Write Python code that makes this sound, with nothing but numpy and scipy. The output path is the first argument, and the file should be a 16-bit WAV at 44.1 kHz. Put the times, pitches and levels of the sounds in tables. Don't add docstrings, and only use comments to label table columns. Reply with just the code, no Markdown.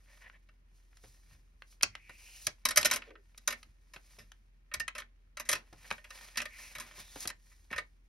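import sys
import numpy as np
from scipy import signal
from scipy.fft import rfft, irfft, next_fast_len
from scipy.io import wavfile
from scipy.ndimage import uniform_filter1d

SR = 44100
rng = np.random.default_rng(int(sys.argv[2]) if len(sys.argv) > 2 else 0)


def generate_wav(sig):
    pcm = np.round(np.clip(np.atleast_2d(sig).T, -1, 1) * 32767).astype(np.int16)
    wavfile.write(sys.argv[1], SR, pcm)


N = 356328

# pitch in Hz, width in Hz, relative level in dB.
DESK_MODES = [(237.6, 7.6, -11), (605, 39, -6.5), (1031.4, 59, -7), (1500, 160, -11), (1826, 34, 2.5),
              (1974, 21, -6), (2221, 45, -4)]
PAD = SR
BURST_SAMPLES = int(.16 * SR)


def from_db(db):
    return 10 ** (np.asarray(db) / 20)


def rms_one(x):
    return x / np.sqrt(np.mean(x ** 2) + 1e-20)


def band(x, low_hz, high_hz, order=2):
    edges = [low_hz, min(high_hz, .45 * SR)]
    return signal.sosfilt(signal.butter(order, edges, "band", fs=SR, output="sos"), x)


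def coloured(x, spectrum):
    hz = np.fft.rfftfreq(N, 1 / SR) + 1
    table = np.array(spectrum)
    gain_db = np.interp(np.log(hz), np.log(table[:, 0]), table[:, 1])
    return rms_one(irfft(rfft(x) * from_db(gain_db), N))


def drift(rate_hz):
    r = np.exp(-40 * np.pi * rate_hz / SR)
    white = rng.standard_normal(N // 20 + 3002)
    slow = signal.lfilter([1], [1, -2 * r, r * r], white)[3000:]
    return np.interp(np.arange(N) / 20, np.arange(len(slow)), rms_one(slow))


def resonance(x, hz, width_hz):
    r = np.exp(-np.pi * width_hz / SR)
    feed = np.sqrt((1 - r * r) / 2) * np.array([1, 0, -1])
    return signal.lfilter(feed, [1, -2 * r * np.cos(2 * np.pi * hz / SR), r * r], x)


def chatter(t60, rise_s, crack=0):
    t = np.arange(BURST_SAMPLES) / SR
    crack_t60 = 0.015
    body_fall = from_db(-60 * t / max(t60, .005))
    crack_fall = from_db(-60 * t / crack_t60)
    return (1 - np.exp(-t / rise_s)) * ((1 - crack) * body_fall + crack * crack_fall)


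def burst_span(s):
    return slice(int(s * SR), int(s * SR) + BURST_SAMPLES)


def hard_contacts(clack_hz, deep):
    # start in seconds, level in dB,
    # treble over body in dB, nominal 60 dB decay in seconds.
    contacts = [(0.298, -48.5, -41, 0.0027), (0.487, -59.5, -11, 0.062), (0.928, -64.5, -37, 0.027),
                (0.97, -57.5, 4.5, 0.028), (1.621, -42.5, -13, 0.0067), (1.725, -61.5, -8, 0.012),
                (1.81, -39, -10, 0.0081), (1.825, -29.5, 18, 0.029), (1.831, -16, 6.5, 0.029),
                (1.952, -41, -7.5, 0.022), (2.093, -45.5, -7, 0.045), (2.467, -19, 12.5, 0.037),
                (2.652, -16.5, 8, 0.063), (2.686, -23.5, 10.5, 0.046), (2.707, -25.5, 3.5, 0.061),
                (2.759, -24.5, 3.5, 0.079), (2.771, -11.5, 9.5, 0.069), (2.81, -30.5, 9, 0.064),
                (2.829, -27, 4.5, 0.018), (2.847, -18.5, 7, 0.089), (2.855, -18.5, 8, 0.053),
                (2.9, -35, -2, 0.026), (2.911, -18, 5, 0.063), (2.929, -31.5, 4, 0.025),
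                (2.935, -26, 3.5, 0.09), (2.959, -25.5, 6, 0.05), (3.02, -43, -17, 0.03),
                (3.104, -46.5, -21.5, 0.045), (3.154, -47.5, -41.5, 0.035), (3.346, -56.5, -53.5, 0.011),
                (3.376, -40, 13, 0.042), (3.475, -20, 5.5, 0.06), (3.504, -33, 0.5, 0.079),
                (3.524, -36, 0, 0.058), (3.629, -49, 0, 0.029), (3.935, -47.5, 1.5, 0.092),
                (3.961, -42.5, -17, 0.03), (4.186, -49.5, 3, 0.17), (4.318, -47, -1, 0.013),
                (4.714, -46.5, -25.5, 0.09), (4.738, -25.5, 4, 0.052), (4.798, -29, 1, 0.056),
                (4.879, -31, -4, 0.032), (4.95, -38.5, -7, 0.098), (4.98, -35, 0, 0.094),
                (5, -45, 2, 0.039), (5.02, -41.5, -25, 0.015), (5.37, -37, -3.5, 0.066),
                (5.397, -32, 6, 0.069), (5.451, -50.5, 2, 0.2), (5.489, -19, 5, 0.089),
                (5.513, -28.5, 9, 0.12), (5.528, -21, 2, 0.041), (5.55, -35, -3.5, 0.096),
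                (5.729, -55.5, 11, 0.014), (5.904, -36, -4, 0.031), (5.912, -24.5, -13, 0.0068),
                (5.923, -40.5, -3.5, 0.068), (5.979, -44.5, -16, 0.046), (6.042, -47, -6.5, 0.095),
                (6.104, -41, -1, 0.05), (6.356, -42, -9, 0.046), (6.371, -25, 3, 0.093),
                (6.402, -33, -9, 0.028), (6.416, -31, -0.5, 0.055), (6.454, -36.5, -6.5, 0.058),
                (6.584, -52, 2, 0.1), (6.75, -38, -1, 0.095), (6.783, -39, 1, 0.038), (6.798, -36, 3, 0.12),
                (7.156, -45.5, 68, 0.037), (7.204, -35.5, 20, 0.043), (7.254, -42.5, -3, 0.028),
                (7.273, -26, 17, 0.055), (7.29, -42, 3, 0.035), (7.3, -34.5, -1.5, 0.037),
                (7.514, -60.5, -17.5, 0.076), (7.703, -51, -15, 0.16), (7.726, -34, -15, 0.084),
                (7.76, -38, -4, 0.059), (7.779, -29, -8, 0.073)]
    thud_db = -26
    dry_t60 = 0.038
    paper_hz, paper_db, paper_damps_db = 2770, 9.5, -14
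    count = len(clack_hz)
    highness = np.clip(np.log2(clack_hz / 2600) / 1.1, 0, 1)
    thin_db = 2.3 * np.minimum(np.log2(clack_hz / paper_hz), 0)
    haste = 1 + 0.15 * highness[:, None]
    modes = np.zeros((len(DESK_MODES), N + PAD))
    clacks = np.zeros((2, count, N + PAD))
    thud = np.zeros(N + PAD)
    chance = rng.standard_normal((len(contacts), len(DESK_MODES) + count))
    for (s, level_db, treble_db, t60), own in zip(contacts, chance):
        at = burst_span(s)
        body = from_db(level_db) / np.sqrt(1 + from_db(2 * treble_db))
        dry = np.clip(2 - 2 * t60 / dry_t60, 0, 1)

        push = body * from_db(paper_damps_db * dry)
        push = push + deep * from_db(level_db + thud_db + 10.0)
        push = push * from_db(4 * own[count:])
        modes[:, at] += push[:, None] * chatter(.8 * t60, rise_s=.0012)

        peak_octaves = min(treble_db, 0) / 45
        paper = np.exp(-((np.log2(clack_hz / paper_hz) - peak_octaves) / 0.26) ** 2)
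        clack_db = treble_db * highness + thin_db + paper_db * dry * paper + 2.5 * own[:count]
        burst = chatter(t60, rise_s=0.00075, crack=0.37)
        share = np.sqrt([[[1 - dry]], [[dry]]])
        clacks[..., at] += share * body * from_db(clack_db)[:, None] * burst ** haste

        thud[at] += from_db(level_db + thud_db) * chatter(2.95 * t60, rise_s=0.0071)
    return modes, clacks, thud


def soft_bumps(deep):
    # start in seconds, knock drive in dB, sway drive in dB.
    bumps = [(1.038, -50, -49.5), (1.31, -77, -48), (1.828, -44, -39.5), (2.094, -51, -55.5),
             (2.473, -41.5, -50), (3.638, -75, -48.5), (3.96, -50, -65.5), (4.184, -53.5, -43),
             (4.739, -60, -42), (5.727, -48.5, -50.5), (5.911, -39, -50), (6.754, -53, -47),
             (6.98, -48.5, -47.5), (7.158, -40.5, -64), (7.252, -39.5, -51), (7.712, -39.5, -40)]
    bump_t60 = 0.031
    modes, thud, sway = np.zeros((len(DESK_MODES), N + PAD)), np.zeros(N + PAD), np.zeros(N + PAD)
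    for s, knock_db, sway_db in bumps:
        at = burst_span(s)
        modes[deep, at] += from_db(knock_db - 3.0) * chatter(bump_t60, rise_s=0.002)
        thud[at] += from_db(knock_db) * chatter(2.44 * bump_t60, rise_s=0.0004)
        sway[at] += from_db(sway_db) * chatter(0.28, rise_s=0.021)
    return modes, thud, sway


def taps(count=26):
    wire_hz = [2760, 3918, 4580, 5813, 6720, 11505]
    wire_width_hz, stack_width = 120, 0.22
    clack_hz = np.geomspace(1220, 15500, count)
    deep = np.array(DESK_MODES)[:, 0] < 700
    modes, clacks, thud = hard_contacts(clack_hz, deep)
    bump_modes, bump_thud, sway = soft_bumps(deep)
    modes += bump_modes
    thud += bump_thud

    noise = rng.standard_normal((3, N))
    noise[1] *= rms_one(from_db(0.79 * drift(280)))
    rings = sum(from_db(db - 5.5) * resonance(drive[:N] * noise[0], hz, width)
                for drive, (hz, width, db) in zip(modes, DESK_MODES))
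    clack = []
    for k, hz in enumerate(clack_hz):
        free = resonance(clacks[0, k, :N] * noise[1] + 1e-18, hz, 0.066 * hz)
        damped = resonance(clacks[1, k, :N] * noise[k % 2] + 1e-18, hz, stack_width * hz)
        clack.append((-1) ** k * (free + damped))
    wire = 0
    for hz in wire_hz:
        nearest = np.argmin(abs(clack_hz - hz))
        wire = wire + resonance(clacks[0, nearest, :N] * noise[1] + 1e-18, hz, wire_width_hz)

    low = band(rings + from_db(-6.0) * sum(clack[:count // 2]), 350, 3200)
    high = from_db(-4.0) * band(sum(clack[count // 2:]), 4000, 9000, order=1)
    thuds = from_db(10.5) * band(thud[:N] * noise[2], 24, 820, order=1)
    swaying = from_db(17.0) * band(sway[:N] * noise[0], 37, 130)
    return low + from_db(-14) * wire + high + thuds + swaying


def dragging():
    # start in seconds, end in seconds, level in dB.
    drags = [(0.063, 0.164, -66.5), (0.201, 0.296, -56), (0.323, 0.381, -61.5), (5.842, 5.868, -45)]
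    t, gate = np.arange(N) / SR, 0
    for start_s, end_s, db in drags:
        ramps = np.minimum((t - start_s) / 0.025, (end_s - t) / 0.028)
        gate = gate + from_db(db) * np.clip(ramps, 0, 1)
    slips = rng.standard_normal(N) * from_db(2.2 * drift(70))
    rings = sum(from_db(db) * resonance(slips, hz, 3.8 * width) for hz, width, db in DESK_MODES)
    return gate * rms_one(band(rings, 450, 3000))


def strokes():
    # strongest moment in seconds, swell in seconds per 20 dB,
    # fade in seconds per 20 dB, scuff level in dB, hiss level in dB.
    stroke_list = [(0.17, 0.3, 0.25, -71.5, -67.5), (0.76, 0.043, 0.12, -86, -73.5),
                   (1.049, 0.17, 0.44, -79, -66.5), (1.332, 0.056, 0.052, -67.5, -67),
                   (1.721, 0.071, 0.048, -82, -63), (2.2, 0.16, 0.36, -75.5, -62.5),
                   (2.448, 0.3, 0.071, -72.5, -53), (3.08, 0.4, 0.049, -62, -87),
                   (3.601, 0.52, 0.13, -77, -71), (4.131, 0.32, 0.23, -73, -65.5),
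                   (5.87, 0.19, 0.21, -60.5, -59.5), (6.162, 0.083, 0.09, -58.5, -55),
                   (6.251, 0.11, 0.25, -58.5, -58), (6.6, 0.1, 0.24, -56.5, -49.5),
                   (6.87, 0.12, 0.22, -57.5, -65), (7.003, 0.066, 0.033, -54, -50),
                   (7.24, 0.2, 0.025, -57.5, -46.5), (7.499, 0.23, 0.43, -80, -68)]
    t = np.arange(0, N, 64) / SR
    scuff, hiss = from_db(-87.5), from_db(-90.5)
    for s, swell_s, fade_s, scuff_db, hiss_db in stroke_list:
        shape = from_db(-20 * np.maximum((s - t) / swell_s, (t - s) / fade_s))
        scuff = scuff + from_db(scuff_db) * shape
        hiss = hiss + from_db(hiss_db) * shape
    return [np.interp(np.arange(N) / SR, t, gain) for gain in (scuff, hiss)]


def rubbing():
    # frequency in Hz, relative level in dB per Hz.
    hiss_colour = [(2500, -15), (4000, -0.5), (6000, 3), (10000, -2.5), (16000, -4.5)]
    scuff, hiss = strokes()
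    unevenness_db = 2.0 * np.minimum(rng.exponential(1, (3, N)), 5)
    grains = rng.standard_normal((3, N)) * from_db(unevenness_db)
    snaps = 1. * (rng.random(N) < 35 / SR)
    grains[:2] *= 1 + 2.5 * (uniform_filter1d(snaps, size=110) > 0)
    catching = from_db(1.6 * drift(25))
    in_desk = sum(from_db(db) * resonance(grains[0], hz, width) for hz, width, db in DESK_MODES)
    scrape = from_db(2.0) * rms_one(band(grains[1], 620, 3200))
    sheets = from_db(-2.0) * resonance(rms_one(grains[2]), 2330, 450)
    body = rms_one(rms_one(in_desk) + scrape + sheets)
    rumble = from_db(-17.0) * rms_one(band(rng.standard_normal(N), 60, 220, order=1))
    return catching * (scuff * (body + rumble) + hiss * coloured(grains[2], hiss_colour))


def pocket():
    # time in seconds, pitch in Hz, level in dB.
    slides = [
        [(1.87, 2150, -69.5), (2.33, 2637, -61), (2.46, 2660, -71)],
        [(3.065, 488, -56), (3.22, 405, -70)],
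        [(6.5, 2170, -56), (6.74, 2453, -63.5)],
        [(6.98, 3650, -65), (7.26, 3670, -70)],
    ]
    half_widths = [.14, .2, .15, .07]
    t, out = np.arange(N) / SR, 0
    for rows, width in zip(slides, half_widths):
        s, hz, level_db = np.transpose(rows)
        low_pass = signal.butter(2, width * hz[0], fs=SR, output="sos")
        wobble = signal.sosfilt(low_pass, rng.standard_normal((2, N)))
        turn = 2 * np.pi * np.cumsum(np.interp(t, s, hz)) / SR
        tone = rms_one(wobble[0] * np.cos(turn) + wobble[1] * np.sin(turn))
        edge = np.clip(np.minimum(t - s[0], s[-1] - t) / 0.02, 0, 1)
        out = out + edge * from_db(np.interp(t, s, level_db) + 1.8 * drift(27)) * tone
    return out


def ports(x):
    # frequency in Hz, lead in radians.
    port_lead = [(0, 0), (600, -.8), (1050, -.25), (2300, .6), (2760, -.3), (3790, .7), (4820, -.4),
                 (7500, 3.1), (13400, 9.1), (15400, 9.9)]
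    size = next_fast_len(N + 4096)
    lead = np.interp(np.fft.rfftfreq(size, 1 / SR), *np.transpose(port_lead))
    turned = rfft(x, size) * np.exp(.5j * lead * [[1], [-1]])
    return irfft(turned, size)[:, :N]


def room(x):
    room_t60 = 0.15
    t = np.arange(int(.4 * SR)) / SR
    tail = rng.standard_normal((2, len(t))) * from_db(-60 * t / room_t60) * (t > .003)
    tail = band(tail, 240, 4100)
    return signal.fftconvolve(x[None], tail / np.sqrt(np.sum(tail[0] ** 2)), axes=1)[:, :N]


def room_air():
    # frequency in Hz, relative level in dB per Hz.
    air_colour = [(36, -38.5), (62, -7), (130, -21), (300, -28), (700, -41), (2000, -41.5), (8000, -60),
                  (16000, -61.5)]
    air_db, hum_hz, hum_db = -72, 43, -59
    mid, side = [coloured(white, air_colour) for white in rng.standard_normal((2, N))]
    side = from_db(4.5) * band(side, 430, 16000, order=1)
    turn = 2 * np.pi * np.cumsum(hum_hz + 0.44 * drift(0.78)) / SR
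    hum = from_db(hum_db + 0.41 * drift(4.3)) * np.sin(turn)
    return from_db(air_db) * (mid + side * [[1], [-1]]) + hum


def scene():
    desk = taps() + dragging() + rubbing() + pocket()
    return ports(desk) + from_db(-15) * room(desk) + room_air()


def record(dry):
    return signal.sosfilt(signal.cheby2(12, 60, 16900, fs=SR, output="sos"), dry)


dry = scene()
out = record(dry)
generate_wav(out)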